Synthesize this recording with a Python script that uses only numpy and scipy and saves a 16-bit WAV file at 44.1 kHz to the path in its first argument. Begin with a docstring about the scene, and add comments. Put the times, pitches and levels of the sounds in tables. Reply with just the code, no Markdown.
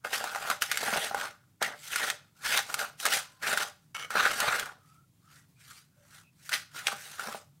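"""A wooden spoon stirs a damp, gritty powder in a hand-held metal pot in a small kitchen.
Stick and slip of the spoon drive random forces through the resonant pot: grains crunch, the edge chatters, lumps shift.
Short blows make the knocks and falling thuds; a fast rasp rings the spoon, and light friction makes faint gliding tones.
For a while it only folds the loose powder on top, with soft swishes, then digs in again.
Filtered noise is the murmur of the room, and sparse decaying reflections are its echo."""
import sys
import numpy as np
from scipy import signal
from scipy.fft import rfft, irfft
from scipy.io import wavfile
from scipy.ndimage import uniform_filter1d

SR = 44100
rng = np.random.default_rng(int(sys.argv[2]) if len(sys.argv) > 2 else 0)


def generate_wav(sig):
    """Save sig (samples, or channels by samples) to the path in sys.argv[1] as 16-bit PCM at SR."""
    pcm = np.round(np.clip(np.atleast_2d(sig).T, -1, 1) * 32767).astype(np.int16)
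    wavfile.write(sys.argv[1], SR, pcm)


N = 335160
BINS = np.fft.rfftfreq(8192, 1 / SR)

# reference bands for setting the energy of a filter: low and high edge in Hz
CRUNCH_BAND, RUB_BAND, PUSH_BAND = (3000, 15000), (1100, 2000), (300, 950)
FULL_BAND = (20, 16000)

# Resonances of the pot, damped by the hand and the mix.
# Each row: frequency in Hz, width at half the lift in Hz, lift in dB.
POT_MODES = [(227, 83, 9.5), (442, 70, 3), (592, 9.2, 6.5), (802.6, 39, 10.5), (1240, 140, 2),
             (1400, 270, 5.5), (1525, 160, 4), (1886, 34, 3.5), (2118, 34, 4), (2560, 49, 2),
             (3270, 17, 3.5), (3850, 9.5, 5), (6190, 190, 2.5), (7600, 62, 3), (8460, 100, 5),
             (8920, 140, 2), (12100, 120, 1)]
# Colour of the crunching grains. Each row: frequency in Hz, relative spectral density in dB.
CRUNCH_COLOUR = [(100, -38), (700, -17.5), (1500, -8), (2300, -0.5), (3500, -1), (5000, -0.5), (8500, -2),
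                 (11000, -5), (14000, -8), (16000, -13)]
# Colour of the shoved lumps. Each row: frequency in Hz, relative spectral density in dB.
PUSH_COLOUR = [(30, -26), (110, -16), (220, -10), (320, -10.5), (450, 1), (700, 6), (1000, 0.5), (1500, -9),
               (4000, -36), (16000, -60)]


def amp(db):
    """Amplitude ratio from its logarithmic measure: 20 dB for each factor of ten."""
    return 10 ** (np.asarray(db) / 20)


def read(points, hz):
    """Interpolation of a spectrum by straight lines on a log-frequency axis."""
    f, value = np.transpose(points)
    return np.interp(np.log(hz + 1), np.log(f), value)


def add(mix, s, sound):
    """Superposition: a sound is summed into the mix from time s in seconds."""
    part = mix[max(round(s * SR), 0):][:len(sound)]
    part += sound[:len(part)]


def response(colour, modes, band):
    """Minimum-phase impulse response of a colour lifted by resonances, with unit energy inside the band."""
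    db = read(colour, BINS)
    for hz, width, lift in modes:
        db = db + lift / (1 + (2 * (BINS - hz) / width) ** 2)
    inside = (BINS > band[0]) & (BINS < band[1])
    gain = amp(db) / np.sqrt(np.mean(amp(db) ** 2 * inside))
    log_gain = np.log(np.concatenate([gain, gain[-2:0:-1]]))
    # the Hilbert transform of the log gain gives the phase that makes the ring causal
    spectrum = np.exp(np.conj(signal.hilbert(log_gain)))
    return np.fft.ifft(spectrum).real[:len(BINS)]


def ring(force, colour, modes, band):
    """Linear response of a body: the force convolved with the impulse response."""
    return signal.oaconvolve(force, response(colour, modes, band))[:N]


def wander(rate_hz):
    """Slow random fluctuation of unit size: noise under a Gaussian low-pass of the given rate."""
    f = np.fft.rfftfreq(N, 1 / SR)
    x = irfft(rfft(rng.standard_normal(N)) * np.exp(-(f / rate_hz) ** 2), N)
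    return x / x.std()


def grains(per_s, spread_db, grip_db, smooth, size=1800):
    """Granular friction: random clicks over smooth noise, bunched by the grip, at steady short-term power."""
    sizes = amp(spread_db * np.minimum(rng.exponential(1, N), 4)) * rng.choice([-1, 1], N)
    clicks = sizes * (rng.random(N) < per_s / SR)
    force = (clicks / clicks.std() + smooth * rng.standard_normal(N)) * amp(grip_db)
    power = uniform_filter1d(uniform_filter1d(force ** 2, size), size // 2)
    return force / np.sqrt(power)


def cracks(per_s, spread_db):
    """Brittle fracture: single hard grains snap at random times, each an impulse of random size."""
    sizes = amp(spread_db * np.minimum(rng.exponential(1, N), 2.5))
    return sizes * (rng.random(N) < per_s / SR)


def blow(t60, scatter, size=4096):
    """Impact: one impulse and an exponentially dying noise burst of crushed grains, of unit energy."""
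    burst = rng.standard_normal(size) * amp(-60 * np.arange(size) / SR / t60)
    force = scatter * burst / np.linalg.norm(burst)
    force[0] += 1
    return force / np.linalg.norm(force)


def resonate(x, hz, width_hz):
    """Moving resonance: the input is turned down by the pitch, smoothed and turned back, at equal power."""
    turn = np.exp(2j * np.pi * np.cumsum(hz) / SR)
    r = np.exp(-np.pi * width_hz / SR)
    y = (turn * signal.lfilter([1], [1, -2 * r, r * r], x / turn)).real
    return y * x.std() / y.std()


def roam(x, patchy_db, count=9, order=4):
    """Varying excitation: as the contact roams over the pot, patches of its spectrum swell and fade."""
    z = signal.stft(x, nperseg=512, noverlap=384)[2]
    field = rng.standard_normal(z.shape)
    for _ in range(2):
        field = uniform_filter1d(field, count, axis=1)  # smooth along time
        field = uniform_filter1d(field, order, axis=0)  # smooth along frequency
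    z = z * amp(patchy_db * field / field.std())
    y = signal.istft(z, nperseg=512, noverlap=384)[1][:N]
    return y * x.std() / y.std()


def air():
    """Stationary background: filtered noise with a slight flutter of level makes the low murmur of the room."""
    # Colour of the still kitchen. Each row: frequency in Hz, relative spectral density in dB.
    air_colour = [(15, -52.5), (25, -23), (59, -21), (99, -4), (152, -0.5), (221, -15.5), (274, -15),
                  (495, -29.5), (1110, -30), (1380, -40.5), (1750, -34), (6050, -34.5), (7300, -33.5),
                  (15500, -35.5)]
    level_db = -65
    flutter = amp(1.1 * wander(rate_hz=18))
    return amp(level_db) * ring(rng.standard_normal(N) * flutter, air_colour, [], FULL_BAND)


def kitchen(x, size=20):
    """Reverberation: sparse reflections from the near walls decay, the highest treble soonest."""
    # Decay of the echo. 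Each row: frequency in Hz, time to fall by 60 dB in seconds.
    echo_decay = [(200, 0.3), (1400, 0.28), (5000, 0.35), (15000, 0.058)]
    count = SR // 2 // size
    taps = np.zeros(SR)
    # one reflection at a random place in each slot of the given size in samples
    places = (np.arange(count) + 8) * size + rng.integers(0, size, count)
    taps[places] = rng.choice([-1, 1], count)
    hz, t, z = signal.stft(taps, SR, nperseg=256)
    decay = amp(-60 * t / read(echo_decay, hz)[:, None])
    tail = signal.istft(z * decay, SR, nperseg=256)[1]
    return signal.oaconvolve(x, tail / np.linalg.norm(tail))[:N]


def glides():
    """Friction-driven resonance: the wood sings faintly as light rubbing noise feeds narrow gliding modes."""
    # Glides of the wood on the metal. Each row: start in seconds, end in seconds, first pitch in Hz,
    # last pitch in Hz, width of the resonance in Hz, level before the fades in dB.
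    glide_events = [(2.35, 2.43, 1390, 1420, 90, -67), (3.218, 3.432, 1005, 1040, 55, -68.5),
                    (4.755, 5.083, 1230, 1354, 85, -67), (5.213, 5.395, 1190, 1480, 130, -67),
                    (5.355, 5.43, 1770, 1980, 130, -69), (5.544, 5.68, 2410, 2420, 220, -72),
                    (5.95, 6.091, 562, 590, 45.8, -70.5), (6.223, 6.317, 2580, 2570, 220, -69)]
    out = np.zeros(N)
    for start, end, first_hz, last_hz, width_hz, db in glide_events:
        size = round((end - start) * SR)
        pitch = np.linspace(first_hz, last_hz, size)
        tone = resonate(rng.standard_normal(size), pitch, width_hz)
        add(out, start, amp(db) * tone * signal.windows.tukey(size, .6))
    return out


def skid():
    """Stick-slip: the dry edge skids once on the wall, and fast slips ring the spoon itself as it eases off."""
    # Colour of the skid. Each row: frequency in Hz, relative spectral density in dB.
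    skid_colour = [(200, -21.5), (1200, -3.5), (4000, -8), (9000, -12.5), (16000, -22.5)]
    # Resonances of the skidding spoon. Each row: frequency in Hz, width at half the lift in Hz, lift in dB.
    spoon_modes = [(1276, 260, 14), (2215, 200, 17), (3020, 650, 14.5), (5960, 420, 12.5), (9540, 400, 5.5)]
    start_s, length_s, level_db, fall_db_per_s = 3.945, .11, -38, 51.5
    t = np.arange(N) / SR - start_s
    level = amp(level_db - fall_db_per_s * abs(t)) * (t > 0) * (t < length_s)
    force = grains(per_s=640, spread_db=1.5, grip_db=2.7 * wander(rate_hz=110), smooth=0.25)
    return roam(ring(force * level, skid_colour, spoon_modes, FULL_BAND), patchy_db=2)


def knocks():
    """Impact excitation: blows of wood ring the pot as thud, wall and gritty tick; lumps drop and boom."""
    # Knocks of the spoon on the pot. Each row: time in seconds, relative level in dB,
    # grit trapped under the spoon in dB, pitch of the struck spot in Hz.
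    knock_events = [(0.0476, -23.5, -11.5, 1300), (0.1306, -19, -11, 1790), (0.2407, -22.5, 1.5, 790),
                    (0.3486, -21.5, -7, 1180), (0.3591, -22, -4, 850), (0.5007, -16, 2, 1130),
                    (0.5128, -15, -7, 1260), (0.621, -16, 7, 1470), (0.7152, -17, 3.5, 2160),
                    (0.7732, -22, 9, 1850), (1.1459, -19, -4, 820), (1.2116, -22, -4, 1540),
                    (1.6254, -16, 3, 1610), (1.959, -18, 4.5, 1470), (2.101, -17, 2, 1960),
                    (2.574, -15.5, 3, 1530), (2.7416, -21, 9.5, 1390), (2.7915, -23.5, 5.5, 1370),
                    (3.0009, -31, 6.5, 2930), (3.054, -14, 5.5, 1290), (3.0633, -19, 7, 1770),
                    (3.4258, -31, 0, 1720), (3.5743, -19.5, 1.5, 1440), (4.105, -23.5, -2.5, 1350),
                    (4.2607, -14, -8.5, 1460), (4.4028, -16.5, 6.5, 1430), (4.5956, -19.5, 3.5, 1680),
                    (4.6576, -32.5, 3, 1450), (6.4927, -29.5, 7.5, 1630), (6.5301, -22.5, 0, 2160),
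                    (6.8697, -14.5, -2, 2650), (6.8815, -17, -2, 1320), (7.195, -27, 0.5, 1380)]
    # A lump gives way and the spoon drops on the bottom. Each row: time in seconds,
    # relative level in dB, relative boom of the bottom in dB.
    lump_events = [(0.831, -21, -64), (0.8821, -22, -58), (0.928, -20, -39), (0.96, -20.5, -57),
                   (0.976, -21, -52), (1.112, -26, -59), (1.6173, -17.5, -53), (3.489, -25.5, -50.5),
                   (4.154, -20.5, -47), (4.167, -25, -37), (4.42, -25.5, -45), (6.928, -28.5, -41.5),
                   (7.272, -29.5, -46.5), (7.285, -26, -50), (7.347, -27.5, -55.5)]
    # Colour of a knock. Each row: multiple of the spot's pitch, relative spectral density in dB.
    knock_colour = [(.05, -43), (.3, -20), (.6, -4), (1, 6), (1.5, -1.5), (2.1, -3), (3.5, -15), (9, -37)]
    # Colour of the thud under a knock. Each row: frequency in Hz, relative spectral density in dB.
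    thud_colour = [(40, -34.5), (220, -23.5), (330, -12), (470, -2.5), (720, 0.5), (1000, -2.5),
                   (1500, -18), (16000, -63)]
    # Colour of the flexing bottom. Each row: frequency in Hz, relative spectral density in dB.
    boom_colour = [(40, -36), (120, -21), (210, 6.5), (300, -8.5), (600, -32), (16000, -68.5)]
    # offsets against the knock, ahead of the mix gains; grit sharpens the tick and softens the thud by as much
    thud_db, tick_db = -17.5, -13
    boom, thud, lump, wall, tick = np.zeros((5, N))
    for s, level_db, grit_db, hz in knock_events:
        spot_colour = [(hz * multiple, db) for multiple, db in knock_colour]  # stiffer spots ring higher
        spot = response(spot_colour, POT_MODES, FULL_BAND)
        add(wall, s, amp(level_db) * signal.fftconvolve(blow(t60=0.033, scatter=2.1), spot))
        add(thud, s, amp(level_db + thud_db - grit_db) * blow(t60=0.028, scatter=0.97))
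        add(tick, s, amp(level_db + tick_db + grit_db) * blow(t60=0.035, scatter=9.4))
    for s, level_db, boom_db in lump_events:
        add(lump, s, amp(level_db) * blow(t60=0.042, scatter=1.0))
        add(boom, s, amp(boom_db) * blow(t60=0.021, scatter=0.6))
    return (amp(16.5) * ring(thud, thud_colour, POT_MODES, FULL_BAND)
            + amp(16.0) * wall
            + amp(22.5) * ring(tick, CRUNCH_COLOUR, POT_MODES, FULL_BAND)
            + amp(16.5) * ring(lump, PUSH_COLOUR, POT_MODES, FULL_BAND)
            + amp(22.5) * ring(boom, boom_colour, POT_MODES, FULL_BAND))


def pressure(t, rise, hold):
    """Exponential envelope in dB, t seconds into a stroke: the spoon digs in, holds, lets go; powder trickles back."""
    swell_db, release_db_per_s = 22, 270
    trickle_db, trickle_db_per_s = -21.5, 96
    after = np.maximum(t - rise - hold, 0)
    release = np.maximum(-release_db_per_s * after, trickle_db - trickle_db_per_s * after)
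    return swell_db * np.minimum(t / rise - 1, 0) + release


def spoon(size=32):
    """Masking by the firmest contact: the strongest stroke sets each level, and power weights the rub's pitch."""
    # Pushes of the spoon through the mix. Each row: start in seconds, rise in seconds, hold in seconds,
    # relative crunch of the grains in dB, relative rub of the edge on the metal in dB,
    # relative push on the lumps in dB, pitch of the rub at full pressure in Hz.
    strokes = [(0.039, 0.0056, 0.015, -43, -35.5, -43, 1460),
               (0.086, 0.053, 0.024, -32.5, -29.5, -38.5, 1612),
               (0.13, 0.038, 0.29, -44.5, -40, -45.5, 1456), (0.384, 0.092, 0.05, -40, -38.5, -45.5, 1336),
               (0.601, 0.015, 0.036, -37.5, -44.5, -52.5, 1525), (0.656, 0.051, 0.1, -40, -40, -49, 2165),
               (0.753, 0.062, 0.25, -36, -35, -42.5, 1656), (1.079, .1, 0.081, -43, -35, -45, 1350),
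               (1.608, 0.009, 0.048, -40.5, -30.5, -35.5, 1710), (1.712, .14, 0.085, -45, -55, -68, 1450),
               (1.874, 0.05, 0.072, -37, -36.5, -51, 1580), (1.969, 0.057, 0.061, -36, -33, -41, 1734),
               (2.336, 0.038, .05, -61.5, -71.5, -90, 1390), (2.416, 0.036, .065, -34.5, -34, -57, 1640),
               (2.442, 0.083, 0.054, -30.5, -33, -39.5, 1614), (2.596, .1, .05, -45, -45, -49.5, 1364),
               (2.752, .04, 0.033, -37.5, -34, -41, 1418), (2.979, 0.028, 0.045, -38.5, -46, -52, 1422),
               (3.032, .02, 0.037, -37, -32.5, -38.5, 1622), (3.059, .07, 0.029, -28, -32, -39, 1785),
               (3.41, .024, 0.03, -40.5, -32, -63, 1714), (3.422, .055, .055, -34, -33, -39.5, 1506),
               (3.542, 0.032, 0.054, -35.5, -37, -43.5, 1443),
               (3.945, 0.0052, 0.09, -53.5, -45, -53.5, 1677), (4.092, 0.019, .05, -44, -34.5, -43, 1420),
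               (4.105, .06, 0.092, -36, -24, -41, 1450), (4.186, .06, 0.32, -38, -35, -41, 1510),
               (4.373, .04, 0.067, -38, -26, -38, 1430), (4.467, 0.06, .085, -41.5, -31.5, -43.5, 1523),
               (4.601, .04, 0.037, -52.5, -41.5, -46.5, 1330), (4.7, 0.18, .07, -68, -73, -81, 1280),
               (5.191, .14, 0.062, -60, -61.5, -78.5, 1470), (5.546, 0.073, 0.059, -57.5, -62, -81.5, 1743),
               (5.593, 0.098, 0.098, -54, -58.5, -82.5, 1433), (5.977, 0.18, 0.024, -54, -56, -69, 1494),
               (6.36, 0.1, 0.024, -51, -61, -74, 1790), (6.499, .036, 0.01, -32, -34, -51, 2106),
               (6.712, .05, .035, -43.5, -40, -61.5, 1483), (6.786, .08, .06, -44, -44.5, -53, 1350),
               (6.894, 0.066, .2, -47.5, -51.5, -58.5, 1640), (7.113, 0.1, 0.085, -45, -41, -47, 1438),
               (7.272, 0.054, 0.04, -47, -52.5, -52, 1197)]
    light_hz = 1370  # under a light touch the rub settles on the wall's own pitch
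    lump_steepness = 0.97  # dB of push per dB of pressure
    t = np.arange(0, N, size) / SR
    crunch_db, rub_db, push_db, hz = np.transpose(strokes)[3:, :, None]
    press_db = np.array([pressure(t - s, rise, hold) for s, rise, hold, *_ in strokes])
    share = amp(rub_db + press_db) ** 2 + 1e-30
    shift_hz = (hz - light_hz) * amp(press_db / 2)
    pitch = light_hz + (share * shift_hz).sum(0) / share.sum(0)
    crunch = (crunch_db + press_db).max(0)
    rub = (rub_db + press_db).max(0)
    push = (push_db + lump_steepness * press_db).max(0)
    return [np.interp(np.arange(N) / SR, t, curve) for curve in (crunch, rub, push, pitch)]


def stirring():
    """Stick-slip friction: each slip of the spoon crushes grains, shakes the pot and shoves lumps."""
    # Colour of the rub on the metal. Each row: frequency in Hz, relative spectral density in dB.
    rub_colour = [(100, -32), (600, -19), (1000, -11.5), (1400, 2.5), (1900, -3), (2700, -10), (4000, -12),
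                  (7000, -29.5), (16000, -41)]
    # Colour of the coarse grains. Each row: frequency in Hz, relative spectral density in dB.
    rasp_colour = [(100, -36), (900, -14.5), (1900, 2), (2600, 2), (3800, 0), (6000, -10), (16000, -46.5)]
    crunch_db, rub_db, push_db, rub_hz = spoon()
    slips = wander(rate_hz=97)
    uneven_db = 2.04 * wander(rate_hz=24.8)  # the resistance of the mix varies within a stroke

    fine = grains(per_s=3500, spread_db=1.5, grip_db=2.1 * slips, smooth=0.52)
    fine = fine + amp(7.5) * cracks(per_s=70, spread_db=4.5)
    coarse = grains(per_s=900, spread_db=1.5, grip_db=1.2 * slips, smooth=0.6)
    coarse = coarse + amp(15.5) * cracks(per_s=52, spread_db=4.5)
    chatter = grains(per_s=820, spread_db=4.0, grip_db=2.9 * slips, smooth=0.63)
    judder = grains(per_s=630, spread_db=-1.0, grip_db=1.6 * slips, smooth=0.19)
    judder = resonate(judder, rub_hz, width_hz=600)
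    shoves = grains(per_s=330, spread_db=3.0, grip_db=0.93 * slips, smooth=.5)

    # coarse grains break only under pressure, so they fade faster than the rest in gentle strokes
    rasp_db = -36.5 + 1.35 * (0.67 * crunch_db + 0.34 * rub_db + 34)
    fine_force = fine * amp(crunch_db + 0.33 * uneven_db)
    coarse_force = coarse * amp(rasp_db + uneven_db)
    rub_level = amp(rub_db + uneven_db)
    push_force = shoves * amp(push_db + 0.86 * uneven_db)
    contact = (amp(-2.5) * ring(fine_force, CRUNCH_COLOUR, POT_MODES, CRUNCH_BAND)
               + ring(coarse_force, rasp_colour, POT_MODES, FULL_BAND)
               + amp(-7.0) * ring(chatter * rub_level, rub_colour, POT_MODES, RUB_BAND)
               + amp(-4.0) * judder * rub_level
               + amp(-1.5) * ring(push_force, PUSH_COLOUR, POT_MODES, PUSH_BAND))
    return roam(contact, patchy_db=2.5)


def scene():
    """Superposition of the direct sound of the pot, its echo and the room."""
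    pot = stirring() + knocks() + skid() + glides()
    return (pot + amp(-15) * kitchen(pot) + air())[None]


def record(dry):
    """Band limitation: a linear-phase low-pass filter removes the highest treble."""
    edge_hz = 15850
    low_pass = signal.firwin(511, edge_hz, window=("kaiser", 9), fs=SR)
    return signal.oaconvolve(dry, low_pass[None], "same")


dry = scene()
out = record(dry)
generate_wav(out)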